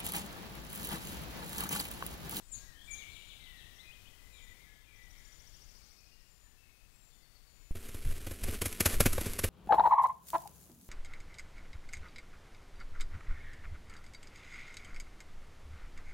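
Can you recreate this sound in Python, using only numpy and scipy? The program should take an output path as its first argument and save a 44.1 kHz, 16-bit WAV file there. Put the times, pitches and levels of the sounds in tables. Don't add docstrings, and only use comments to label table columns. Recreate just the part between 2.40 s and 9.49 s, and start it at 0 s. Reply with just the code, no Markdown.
import sys
import numpy as np
from scipy import signal
from scipy.fft import rfft, irfft, next_fast_len
from scipy.io import wavfile
from scipy.ndimage import map_coordinates

SR = 44100
rng = np.random.default_rng(int(sys.argv[2]) if len(sys.argv) > 2 else 0)


def wrap_up_sound(samples):
    columns = np.atleast_2d(samples).T
    tamed = np.clip(columns, -1, 1)
    steps = np.round(tamed * 32767).astype(np.int16)
    wavfile.write(sys.argv[1], SR, steps)


N = 312669

SCENE_CHANGE_S = 5.309
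# f/Hz, relative level/dB
LEAF_FRACTURE = [(300, -9.5), (950, -2), (1250, 4.5), (1600, 3), (2300, 4), (3200, 0.5), (4700, -1),
                 (7000, 3), (9500, 2), (11400, 10), (13000, 0.5), (14500, -16), (15600, -21)]


def amp(db):
    return 10 ** (np.asarray(db) / 20)


def unit(x):
    return x / np.sqrt(np.mean(x ** 2) + 1e-20)


def clock(seconds):
    return np.arange(int(seconds * SR)) / SR


def along(points, hz):
    f, values = np.transpose(points)
    return np.interp(np.log(hz + 1), np.log(f + 1), values)


def envelope(points):
    times, levels = np.transpose(points)
    return amp(np.interp(np.arange(N) / SR, times, levels))


def wobble(rate, size=N):
    knots = rng.standard_normal(int(N * rate / SR) + 4)
    return map_coordinates(knots, [np.arange(size) * rate / SR])


def add(track, s, sound):
    part = track[max(0, round(s * SR)):][:len(sound)]
    part += sound[:len(part)]


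def coloured(x, spectrum):
    size = 2 * next_fast_len(N // 2 + SR // 4)
    gain = unit(amp(along(spectrum, np.fft.rfftfreq(size, 1 / SR))))
    cepstrum = irfft(np.log(gain + 1e-6))
    cepstrum[1:size // 2] *= 2
    cepstrum[size // 2 + 1:] = 0
    return irfft(rfft(x, size) * np.exp(rfft(cepstrum)), size)[:N]


def still_air():
    # t/s, level/dB
    background = [(0, -58.5), (.07, -61.5), (.18, -55), (.39, -60), (.55, -54.5), (.86, -58), (2.19, -59),
                  (2.44, -63), (2.7, -60), (3.36, -59.5), (3.71, -63.5), (5.25, -62.5)]
    # f/Hz, relative level/dB
    rumble_spectrum = [(10, -6), (25, 3.5), (58, -4), (145, -15), (300, -24), (600, -35.5), (1300, -62.5)]
    hiss_spectrum = [(100, 3), (400, 3.5), (900, 1.5), (2000, 1.5), (5000, 0.5), (12000, -3.5), (15500, -4)]
    over_hiss_db = 4 - 0.14 * np.arange(N) / SR + 1.1 * wobble(16)
    rumble = amp(over_hiss_db) * coloured(rng.standard_normal(N), rumble_spectrum)
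    hiss = coloured(rng.standard_normal(N), hiss_spectrum)
    return envelope(background) * (rumble + hiss)


def whistle(length, from_hz, to_hz, waver):
    t = clock(length)
    quiver, flutter = wobble(500, size=len(t)), wobble(90, size=len(t))
    hz = (from_hz + (to_hz - from_hz) * t / length) * (1 + waver * quiver)
    swell = np.sqrt(np.abs(np.sin(np.pi * t / length))) * amp(1.5 * flutter)
    return unit(np.sin(2 * np.pi * np.cumsum(hz) / SR) * swell)


def among_trees(note, direct_db):
    # f/Hz, T60/s
    reverberation = [(500, 0.65), (2000, 1.58), (4000, 1.05), (7000, 0.35), (12000, 0.33)]
    hz, t, noise = signal.stft(rng.standard_normal(SR), SR, nperseg=256)
    decay = amp(-60 * t / along(reverberation, hz)[:, None])
    tail = signal.istft(noise * decay, SR, nperseg=256)[1]
    tail *= 1 - np.exp(-clock(2)[:len(tail)] / 0.0039)
    heard = signal.fftconvolve(note, tail)
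    heard *= np.linalg.norm(note) / np.linalg.norm(heard)
    add(heard, 0, amp(direct_db) * note)
    return heard


def near_bird():
    # t/s, starting f/Hz of the low voice, level/dB
    chips = [(.115, 7590, -45), (0.504, 7270, -46.5)]
    thin_whistles = [(0.639, 7340, -68), (1.83, 7280, -69), (2.73, 7250, -71.5), (3.83, 7260, -72.5),
                     (4.5, 7720, -72), (5.06, 7130, -73.5)]
    lead_s, chip_s, thin_s = .1, .05, .325
    harsh, pure = .018, .003
    out = np.zeros(N)
    for s, hz, db in chips:
        lead = whistle(lead_s, 6950, 7300, pure) + amp(-1) * whistle(lead_s, 8000, 8200, pure)
        chip = whistle(chip_s, hz, hz * .85, harsh) + amp(-12.5) * whistle(chip_s, 8550, 9570, harsh)
        add(out, s - lead_s, amp(db - 18.5) * among_trees(lead, direct_db=-9))
        add(out, s, amp(db) * among_trees(chip, direct_db=3.5))
    for s, hz, db in thin_whistles:
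        call = whistle(thin_s, hz, 6950, pure) + amp(-13) * whistle(thin_s, 8720, 8980, pure)
        add(out, s, amp(db) * among_trees(call, direct_db=3))
    return out


def far_note(length, from_hz, to_hz, direct_db):
    return among_trees(whistle(length, from_hz, to_hz, waver=.02), direct_db)


def songbirds():
    # t/s, duration/s, start f/Hz, end f/Hz, level/dB
    fluted_notes = [(0.168, 0.25, 1627, 1677, -67.5), (0.224, 0.16, 1976, 1765, -62.5),
                    (0.471, 0.11, 2325, 2316, -47.5), (0.57, 0.079, 2328, 2156, -51),
                    (0.995, 0.24, 2140, 1770, -59), (1.361, 0.1, 2040, 2060, -61.5),
                    (1.425, 0.13, 2470, 2510, -58), (1.702, 0.216, 1995, 2025, -66.5),
                    (3.56, 0.18, 2500, 2540, -74), (3.681, 0.136, 2760, 2890, -71),
                    (4.164, 0.18, 2690, 2490, -68.5), (4.718, 0.05, 3520, 3500, -69)]
    slurs = [(.132, .032, 3470, 4870, -54), (.2, .015, 6300, 5100, -57), (0.332, .15, 3025, 3706, -57),
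             (1.333, .04, 5260, 6340, -63), (1.91, .1, 4130, 2840, -57.5)]
    # delay/s, duration/s, start f/Hz, end f/Hz, level/dB re the first note
    motif = [(0, 0.13, 2545, 2188, 0), (0.088, 0.1475, 2057, 1920, 2), (.25, .14, 2170, 2100, -2.5),
             (.36, 0.1, 1700, 1693, -5.5)]
    # t/s, level/dB
    motif_entries = [(1.898, -61), (2.44, -62)]
    # t/s, start f/Hz, level/dB
    chirps = [(1.384, 3170, -56.5), (1.51, 2645, -60), (1.655, 2695, -60.5)]
    out = np.zeros(N)
    for s, length, from_hz, to_hz, db in fluted_notes:
        add(out, s, amp(db) * far_note(length, from_hz, to_hz, direct_db=-2))
    for s, db in motif_entries:
        for delay, length, from_hz, to_hz, note_db in motif:
            add(out, s + delay, amp(db + note_db) * far_note(length, from_hz, to_hz, direct_db=-4))
    for s, length, from_hz, to_hz, db in slurs:
        add(out, s, amp(db) * far_note(length, from_hz, to_hz, direct_db=-10))
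    for s, hz, db in chirps:
        add(out, s, amp(db) * far_note(length=0.039, from_hz=hz, to_hz=hz * 1.34, direct_db=1.5))
    return out


def chorus():
    count, low_hz, high_hz, note_s = 22, 1850, 2924, 0.0985
    out = np.zeros(N)
    for k, (when, pitch, glide) in enumerate(rng.random((count, 3))):
        hz = low_hz + (high_hz - low_hz) * pitch
        note = far_note(note_s, hz, hz * (1 - 0.1226 * glide), direct_db=-12)
        add(out, SCENE_CHANGE_S * (k + when) / count, amp(-72) * note)
    return out


def trill(syllable, start_s, period_s, fade_db, count):
    out = np.zeros(N)
    for s in start_s + period_s * np.arange(count):
        for delay, length, from_hz, to_hz, db, direct_db, loudest_s in syllable:
            faded_db = fade_db * (2 * (s - loudest_s)) ** 2
            blur_db = .5 * faded_db * (s > loudest_s)
            sweep = far_note(length, from_hz, to_hz, direct_db - blur_db)
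            add(out, s + delay, amp(db - faded_db) * sweep)
    return out


def trills():
    # delay/s, duration/s, start f/Hz, end f/Hz, level/dB, direct-to-echo ratio/dB, envelope peak t/s
    slow = [(0, .044, 2900, 4540, -53, -13, 0.4), (.05, .064, 4260, 2400, -52.5, -4, 0.69)]
    blurred = [(0, .051, 3917, 2887, -66, -10, 2.53)]
    fast = [(0, .022, 4196, 5950, -59.5, -6.5, 3.31), (.018, 0.013, 5710, 5840, -61.5, 4, 3.1),
            (.038, .0125, 7320, 6100, -63, 1.5, 3.12)]
    ticking = [(0, 0.0344, 4700, 4280, -65, -1.3, 4.95)]
    return (trill(slow, start_s=.529, period_s=.149, fade_db=3.5, count=5)
            + trill(blurred, start_s=2.204, period_s=.1, fade_db=0, count=10)
            + trill(fast, start_s=2.539, period_s=.0733, fade_db=6.5, count=19)
            + trill(ticking, start_s=4.698, period_s=.122, fade_db=24, count=4))


def change_thump():
    out, t = np.zeros(N), clock(.2)
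    add(out, SCENE_CHANGE_S, amp(-27.5) * (1 - np.exp(-t / 0.00086)) * np.exp(-t / 0.027))
    return out


def crackle(rate, spread_db):
    hit = rng.random(N) < rate / SR
    size = amp(spread_db * np.clip(rng.standard_normal(N), -2, 2))
    return unit(hit * size * rng.choice([-1, 1], N))


def footfalls():
    # t/s, hind paw delay/s, then level/dB of fore crunch, hind crunch, fore knock, hind knock
    steps = [(5.309, 0.04, -64, -57, -59, -50), (5.4846, 0.056, -49.5, -51, -51, -48),
             (5.6459, .056, -53, -56, -52, -58), (5.8647, 0.043, -46, -46, -40, -45),
             (6.0339, 0.045, -38, -51, -39.5, -39), (6.2145, 0.039, -34, -33, -29.5, -37),
             (6.4024, .052, -25.5, -24.5, -27.5, -25.5), (6.6022, .053, -24, -30, -21.5, -23.5),
             (6.7275, .049, -34.5, -47, -43.5, -39), (6.8077, 0.049, -39, -44, -40, -36.5),
             (6.9877, 0.048, -31, -32.5, -37.5, -28)]
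    fore_load_s, hind_load_s = 0.0054, 0.00699
    hind_extra_db = 4.5
    thump_db = lambda knock_db: -22 + 0.61 * (knock_db + 22.5)
    falls = []
    for s, delay, fore_crunch, hind_crunch, fore_knock, hind_knock in steps:
        hind_thump = thump_db(hind_knock) + hind_extra_db
        falls.append((s, fore_load_s, fore_crunch, fore_knock, thump_db(fore_knock)))
        falls.append((s + delay, hind_load_s, hind_crunch, hind_knock, hind_thump))
    return falls


def paws():
    # f/Hz, relative level/dB, T60/s
    floor_modes = [(86.4, 0, 0.11), (240, -4, 0.039), (534, -8.5, 0.028)]
    # f/Hz, relative level/dB
    soil_spectrum = [(60, 1), (170, -0.5), (260, 2.5), (380, -1.5), (520, -1), (800, -13.5), (1200, -14.5),
                     (2300, -10.5), (5000, -22.5)]
    crush, settle, knock, thump = np.zeros((4, N))
    t, falls = clock(.4), footfalls()
    tunings = np.exp(0.05 * rng.standard_normal((len(falls), len(floor_modes))))
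    for (s, load_s, crunch_db, knock_db, thump_db), tuning in zip(falls, tunings):
        loading = t / load_s
        weight = (loading * np.exp(1 - loading)) ** 2
        add(crush, s - load_s, amp(crunch_db - 12) * weight)
        add(crush, s, amp(crunch_db) * weight)
        add(settle, s, amp(crunch_db - 13 - 60 * t / 0.37) * (1 - np.exp(-loading)))
        add(knock, s, amp(knock_db) * (weight + amp(-17.5 - 60 * t / 0.18)))
        ring = sum(amp(db - 60 * t / t60) * np.sin(2 * np.pi * hz * ratio * t)
                   for (hz, db, t60), ratio in zip(floor_modes, tuning))
        add(thump, s + load_s / 2, amp(thump_db) * (1 - np.exp(-t / 0.0032)) * ring)
    leaves = crush * crackle(rate=14000, spread_db=3.5) + settle * crackle(rate=1800, spread_db=4)
    soil = coloured(knock * rng.standard_normal(N), soil_spectrum)
    return coloured(leaves, LEAF_FRACTURE) + soil + thump


def buffeting():
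    # t/s, T60/s, level/dB
    puffs = [(5.647, 0.38, -22.5), (6.02, .5, -26.5), (6.53, 1.27, -26)]
    # f/Hz, relative level/dB
    gust_spectrum = [(5, -3.5), (12, 4.5), (25, -6), (50, -13.5), (90, -16.5), (150, -28.5), (400, -53),
                     (1500, -73)]
    breeze_db, attack_s = -45, 0.0081
    strength, t = np.full(N, amp(breeze_db)), clock(1)
    for s, t60, db in puffs:
        add(strength, s, amp(db - 60 * t / t60) * (1 - np.exp(-t / attack_s)))
    return strength * coloured(rng.standard_normal(N), gust_spectrum)


def loose_leaves():
    # t/s, level/dB
    sliding = [(5.35, -66), (5.358, -51), (5.42, -55), (6.004, -52.5), (6.584, -47), (6.968, -48.5),
               (7.09, -49)]
    # t/s, duration/s, level/dB
    scuffs = [(5.626, 0.18, -60.5), (6.017, 0.18, -51), (6.46, 0.12, -42), (6.796, 0.15, -47)]
    # f/Hz, relative level/dB
    litter_spectrum = [(120, -32.5), (200, 0.5), (310, -5), (407, -1.5), (554, -13.5), (653, -11),
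                       (827, -18), (1510, -12.5), (1680, -14), (2210, -11.5), (4260, -17), (5590, -18.5),
                       (11800, -14), (14400, -23), (15500, -28)]
    # t/s, level/dB
    breaks = [(6.111, -39), (6.327, -34.5), (6.9343, -33)]
    strength = envelope(sliding)
    for s, length, db in scuffs:
        add(strength, s, amp(db) * np.sin(np.pi * clock(length) / length) ** 2)
    clumps = amp(1.5 * wobble(50) + 1.5 * wobble(300))
    rustle = strength * clumps * coloured(crackle(rate=2400, spread_db=1), litter_spectrum)
    snaps, t = np.zeros(N), clock(.04)
    for s, db in breaks:
        add(snaps, s, amp(db - 60 * t / .022) * rng.standard_normal(len(t)))
    return rustle + coloured(snaps, LEAF_FRACTURE)


def stick():
    # t/s, level/dB
    knocks = [(6.78, -22.5), (6.991, -36)]
    # f/Hz, relative level/dB, T60/s
    wood_modes = [(535, 5, 0.016), (850, -5, 0.027), (1100, 0, 0.02), (1530, -5, 0.013), (2370, -14, 0.012),
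                  (3760, -8.5, 0.011)]
    out, t = np.zeros(N), clock(.08)
    for s, db in knocks:
        scatter_db = 2 * rng.standard_normal(len(wood_modes))
        ring = sum(amp(mode_db + offset_db - 60 * t / t60) * np.sin(2 * np.pi * hz * t)
                   for (hz, mode_db, t60), offset_db in zip(wood_modes, scatter_db))
        add(out, s, amp(db) * ring * (1 - np.exp(-t / 0.0011)))
    return out


def scene():
    left_only = np.array([[1], [0]])
    birds = (near_bird() + songbirds() + trills() + chorus() + still_air()) * left_only
    wolves = paws() + stick() + loose_leaves() + buffeting()
    crossfade = np.clip((np.arange(N) / SR - SCENE_CHANGE_S) / .002, 0, 1)
    return (1 - crossfade) * birds + crossfade * wolves + change_thump()


def record(dry):
    top_hz = 15700
    hiss = amp(-101) * rng.standard_normal((2, N))
    size = next_fast_len(N + SR // 2)
    passband = np.fft.rfftfreq(size, 1 / SR) < top_hz
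    return irfft(rfft(dry + hiss, size) * passband, size)[:, :N]


dry = scene()
out = record(dry)
wrap_up_sound(out)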